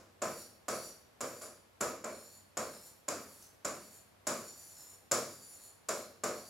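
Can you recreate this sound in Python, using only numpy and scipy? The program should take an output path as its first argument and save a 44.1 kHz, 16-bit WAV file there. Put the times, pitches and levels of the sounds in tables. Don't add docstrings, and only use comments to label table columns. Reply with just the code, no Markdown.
import sys
import numpy as np
from scipy import signal
from scipy.fft import rfft, irfft, next_fast_len
from scipy.io import wavfile
from scipy.ndimage import map_coordinates

SR = 44100
rng = np.random.default_rng(int(sys.argv[2]) if len(sys.argv) > 2 else 0)


def generate_wav(sig):
    pcm = np.round(np.clip(np.atleast_2d(sig).T, -1, 1) * 32767).astype(np.int16)
    wavfile.write(sys.argv[1], SR, pcm)


N = 286283
RING = 32768
TIME, RING_HZ = np.arange(N) / SR, np.fft.rfftfreq(RING, 1 / SR)

# t/s, knock/dB, thud/dB, barrel/dB, nib/dB, slide length/s, scrape/dB, barrel ring/dB, squeak/dB
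TOUCHES = [(-0.2, -42.5, -2.5, -46, -48.5, 0, -60, -2, 0),
           (0.2187, -41, -0.5, -43, -50, 0.22, -55, -4.5, 0.5),
           (0.6828, -41, -1.5, -45.5, -48.5, 0.22, -55, -4.5, 1),
           (1.2072, -44.5, -0.5, -45, -51, 0.22, -59, -2, -2.5),
           (1.415, -55.5, -1, -71, -59, 0.055, -53.5, -1, -4),
           (1.808, -39.5, 0, -39.5, -47, 0.11, -60, 5.5, -2),
           (2.041, -44.5, -1.5, -47.5, -57, 0.35, -61, -1.5, -3.5),
           (2.5704, -43.5, 1, -42, -48.5, .33, -58.5, -6, -5.5),
           (3.082, -45.5, 3.5, -40.5, -48, 0.38, -60.5, -14, -4.5),
           (3.6475, -46.5, 4, -41.5, -48.5, .35, -61, -5, -5.5),
           (4.2695, -43.5, 3.5, -39, -44.5, .685, -59, -0.5, -2.5),
           (5.114, -38, -2, -34, -39.5, 0.58, -60, -1, -3.5),
           (5.8867, -39.5, -5.5, -41, -45.5, 0.15, -57.5, -6, -5),
           (6.236, -39, -2.5, -41, -47.5, 0.29, -58.5, -6.5, -2)]
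def taps(modes_db=-4):
    track = np.zeros((2, N))
    ping, tick = barrel_ping(), nib_tick()
    for s, knock_db, thud_db, barrel_db, nib_db, *_ in TOUCHES:
        knock = panel_knock(thud_db, nib_db - knock_db)
        knock_near, barrel_near, nib_near = early_paths()
        room = rfft(room_tail())
        spectrum = amp(knock_db) * knock * (amp(31) * knock_near + amp(36) * room)
        spectrum += amp(barrel_db) * ping * (amp(31) * barrel_near + amp(27) * room)
        spectrum += amp(nib_db) * tick * (amp(34) * nib_near + amp(38) * room)
        wave = irfft(spectrum) + amp(knock_db + modes_db) * panel_ring()
        add(track, s, wave[:, :RING - 1024])
    return track


# f/Hz, relative level/dB
KNOCK_SPECTRUM = [(30, -57), (70, -19), (130, -17.5), (230, -6), (300, -9), (460, -2.5), (610, 2.5),
                  (850, -12.5), (1130, -4), (1500, -8.5), (1950, -17), (2280, -14), (2800, -21.5),
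                  (5000, -55.5)]
def panel_knock(thud_db, nib_over_knock_db):
    panel = unit(amp(along(KNOCK_SPECTRUM, RING_HZ)))
    bass = along([(300, 1), (480, 0.22)], RING_HZ)
    treble = along([(700, 0.13), (1000, 1)], RING_HZ)
    hardness_db = 2.04 + 0.25 * thud_db + 0.27 * nib_over_knock_db
    return causal(panel * amp(thud_db * bass + hardness_db * treble))


# f/Hz, relative level/dB, t60/s
LOW_MODES = [(108.4, -19.5, 0.76), (134.3, -11.5, 0.65), (214.3, -7.5, 0.59), (251.5, -2, 0.31),
             (347, -2, 0.56), (442.6, 1, 0.37), (484, 0.5, 0.4), (528, 0, 0.38), (550, -12, 0.22),
             (602, -2, 0.37), (653, 1, 0.26), (1030, 1, 0.32), (1276, 3.5, 0.34), (1444, -3, 0.18),
             (1620, -7, 0.15), (2303, -8.5, 0.45)]
def panel_ring(swell_s=0.028, scatter_db=3.5):
    t, modes = TIME[:RING], np.zeros(RING)
    for hz, db, t60 in LOW_MODES:
        decay = amp(db + rng.normal(0, scatter_db) - 60 * t / t60)
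        modes += decay * np.sin(2 * np.pi * (hz * t + rng.random()))
    return modes * (1 - np.exp(-t / swell_s))


# f/Hz, half-width/Hz, relative level/dB
BARREL_MODES = [(7039, 210, -2.5), (7640, 370, -6.5)]
def barrel_ping():
    peaks = sum(amp(db) / (1 + ((RING_HZ - hz) / width) ** 2) for hz, width, db in BARREL_MODES)
    return causal(unit(peaks))


# f/Hz, relative level/dB
TICK_SPECTRUM = [(1500, -37.5), (3300, -1), (4500, 4.5), (5700, 10), (6400, 7), (8100, 12.5), (9000, 2),
                 (9900, 6), (11100, 5.5), (12100, -2.5), (12800, 3.5), (14000, -14), (16000, 0)]
def nib_tick():
    return causal(unit(amp(along(TICK_SPECTRUM, RING_HZ))))


def writing(direct_db=-5, room_db=-3):
    direct = scraping() + chirps()
    walls = signal.fftconvolve(direct[None], room_tail(), axes=1)[:, :N]
    return amp(direct_db) * direct + amp(room_db) * walls


# f/Hz, relative level/dB
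SCRAPE_SPECTRUM = [(150, -8), (550, 0.5), (1300, -2.5), (3100, -9), (4000, -5), (5200, -7), (6400, -3),
                   (7500, 4.5), (8700, -1), (10800, 3), (12000, 3), (13300, 2.5), (14200, -14),
                   (16000, -3.5)]
# f/Hz, width/Hz, relative level/dB
NIB_MODES = [(4480, 280, -8), (5700, 340, -7.5), (9760, 550, -4), (13200, 480, -10)]
def scraping(pressure_db=1, grain_db=4, sway_hz=170, flicker_db=3):
    force, ring_db, squeak_db, lean_hz = hand()
    force = force * amp(pressure_db * wobble(30))
    slips = rng.standard_normal(N) * amp(grain_db * wobble(900))
    hiss = unit(filtered(slips, lambda hz: amp(along(SCRAPE_SPECTRUM, hz))))
    shift_hz = lean_hz + sway_hz * wobble(12)
    modes = [amp(db + flicker_db * wobble(14)) * resonance(hz + shift_hz, width)
             for hz, width, db in NIB_MODES]
    nib = amp(squeak_db + 3) * sum(modes[:2]) + sum(modes[2:])
    barrel = amp(ring_db - 1) * resonance(BARREL_MODES[0][0], width_hz=210)
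    return force * (hiss + nib + barrel)


def hand(bend_s=0.105, flick_s=0.051, grip_s=0.012):
    force, ring_db, squeak_db, lean_hz = np.zeros((4, N))
    for s, *_, length, scrape_db, base_ring_db, base_squeak_db in TOUCHES:
        down = (TIME > s) & (TIME < s + length)
        t = TIME[down] - s
        progress = t / length - 0.5
        speed = np.cos(2 * np.pi * (length - flick_s - t) / bend_s)
        grip = np.clip(np.minimum(t, length - t) / grip_s, 0, 1)
        force[down] = grip * amp(scrape_db + 0.5 * progress + 1.6 * speed)
        ring_db[down] = base_ring_db + 3.2 * speed
        squeak_db[down] = base_squeak_db - 4.5 * progress
        lean_hz[down] = 30.1 - 300 * progress
    return force, ring_db, squeak_db, lean_hz


# t/s, f/Hz, relative level/dB, length/s
CHIRPS = [(1.805, 11050, -45.5, 0.035), (3.424, 6050, -50.5, 0.01)]
def chirps(width_hz=800):
    swell = lambda s, length: np.sin(np.pi * np.clip((TIME - s) / length, 0, 1) ** 0.5)
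    return sum(amp(db) * swell(s, length) * resonance(hz, width_hz) for s, hz, db, length in CHIRPS)


def resonance(pitch_hz, width_hz):
    a, b = filtered(rng.standard_normal((2, N)), lambda hz: 1 / (1 + (hz / width_hz * 1.5) ** 2))
    phase = 2 * np.pi * np.cumsum(pitch_hz * np.ones(N)) / SR
    return unit(a * np.cos(phase) + b * np.sin(phase))


# knock/dB, barrel/dB, nib/dB
PATHS = [(0, -1.5, -11, -1), (.0019, -4, 1, 0), (.0027, 1.5, 1, 2), (.0035, -4.5, 4.5, 1),
         (.0056, -6, 9, 3), (.0069, 0.5, -5, 3.5), (0.0126, -9, -17, -25)]
def early_paths(scatter_db=2, scatter_s=0.000161, left_right_s=0.000005):
    delay, *levels = np.transpose(PATHS)
    chance = rng.standard_normal((len(PATHS), 5))
    reflected = np.arange(len(PATHS)) > 0
    delay = np.abs(delay + scatter_s * chance[:, 0] * reflected)
    arrival = delay + left_right_s * np.array([[1], [-1]]) * chance[:, 1]
    gains = amp(np.array(levels) + scatter_db * chance[:, 2:].T)
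    gains = gains / np.linalg.norm(gains, axis=1, keepdims=True)
    lags = np.exp(-2j * np.pi * arrival[..., None] * RING_HZ)
    return np.einsum("sp,cpf->scf", gains, lags)


# f/Hz, t60/s
ROOM_DECAY = [(100, 0.81), (260, 0.6), (700, 0.43), (1800, 0.48), (5000, 0.56), (8000, 0.41), (14000, 0.57)]
# f/Hz, hold/s
ROOM_HOLD = [(300, 0.054), (1500, 0.034), (5000, 0.018), (14000, 0.012)]
# f/Hz, left-right correlation
ROOM_LIKENESS = [(100, 0.98), (600, 0.94), (1200, 0.75), (2300, 0.56), (5000, 0.6), (7000, 0.69),
                 (12000, 0.54)]
def room_tail(build_s=0.0027, dull_hz=13000):
    hz, t, noise = signal.stft(rng.standard_normal((2, RING)), SR, nperseg=256)
    hold = along(ROOM_HOLD, hz)[:, None]
    fade = amp(-60 * (np.hypot(t, hold) - hold) / along(ROOM_DECAY, hz)[:, None])
    fade = fade / np.sqrt(1 + (hz[:, None] / dull_hz) ** 4)
    tail = signal.istft(noise * fade, SR, nperseg=256)[1][:, :RING]
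    tail = spread(tail, ROOM_LIKENESS) * (1 - np.exp(-TIME[:RING] / build_s)) ** 2
    return tail / np.linalg.norm(tail[0])


# f/Hz, relative level/dB
AIR_SPECTRUM = [(25, -25), (70, 0.5), (110, -2.5), (200, -1), (350, -4.5), (600, -1), (850, -4.5),
                (1100, -6.5), (1800, -9.5), (3000, -14), (7000, -20), (11000, -21.5), (13500, -21),
                (15500, -37)]
# f/Hz, left-right correlation
AIR_LIKENESS = [(110, 0.86), (220, 0.075), (1000, 0.017), (15000, 0.18)]
# f/Hz, level/dB
HUM_TONES = [(97, -77), (1098, -88)]
def room_tone(air_db=-65, waver_db=2):
    noise = spread(rng.standard_normal((2, N)), AIR_LIKENESS)
    air = unit(filtered(noise, lambda hz: amp(along(AIR_SPECTRUM, hz))))
    hum = np.zeros(N)
    for hz, db in HUM_TONES:
        peak = np.sqrt(2) * amp(db + waver_db * wobble(4.22))
        hum += peak * np.sin(2 * np.pi * hz * TIME + wobble(3))
    return amp(air_db) * air + hum


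def amp(db):
    return 10 ** (np.asarray(db) / 20)


def unit(x):
    return x / np.sqrt(np.mean(x ** 2) + 1e-20)


def along(points, hz):
    f, v = np.transpose(points)
    return np.interp(np.log(hz + 1), np.log(f + 1), v)


def wobble(rate):
    return map_coordinates(rng.standard_normal(int(N * rate / SR) + 4), [TIME * rate])


def filtered(x, response):
    n = x.shape[-1]
    m = next_fast_len(n + 8192)
    return irfft(rfft(x, m) * response(np.fft.rfftfreq(m, 1 / SR)), m)[..., :n]


def causal(gain):
    cepstrum = irfft(np.log(np.maximum(gain, 1e-6)))
    cepstrum[1:RING // 2] *= 2
    cepstrum[RING // 2 + 1:] = 0
    return np.exp(rfft(cepstrum))


def add(track, s, sound):
    start = round(s * SR)
    part = sound[:, max(-start, 0):N - start]
    track[:, max(start, 0):][:, :part.shape[1]] += part


def spread(pair, likeness):
    turn = lambda hz: np.arccos(np.clip(along(likeness, hz), -1, 1)) / 2
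    mid, side = filtered(pair, lambda hz: np.array([np.cos(turn(hz)), np.sin(turn(hz))]))
    return np.array([mid + side, mid - side])


def scene():
    return taps() + writing() + room_tone()


def record(dry, top_hz=15850):
    return filtered(dry, lambda hz: 1 / np.sqrt(1 + (hz / top_hz) ** 200))


dry = scene()
out = record(dry)
generate_wav(out)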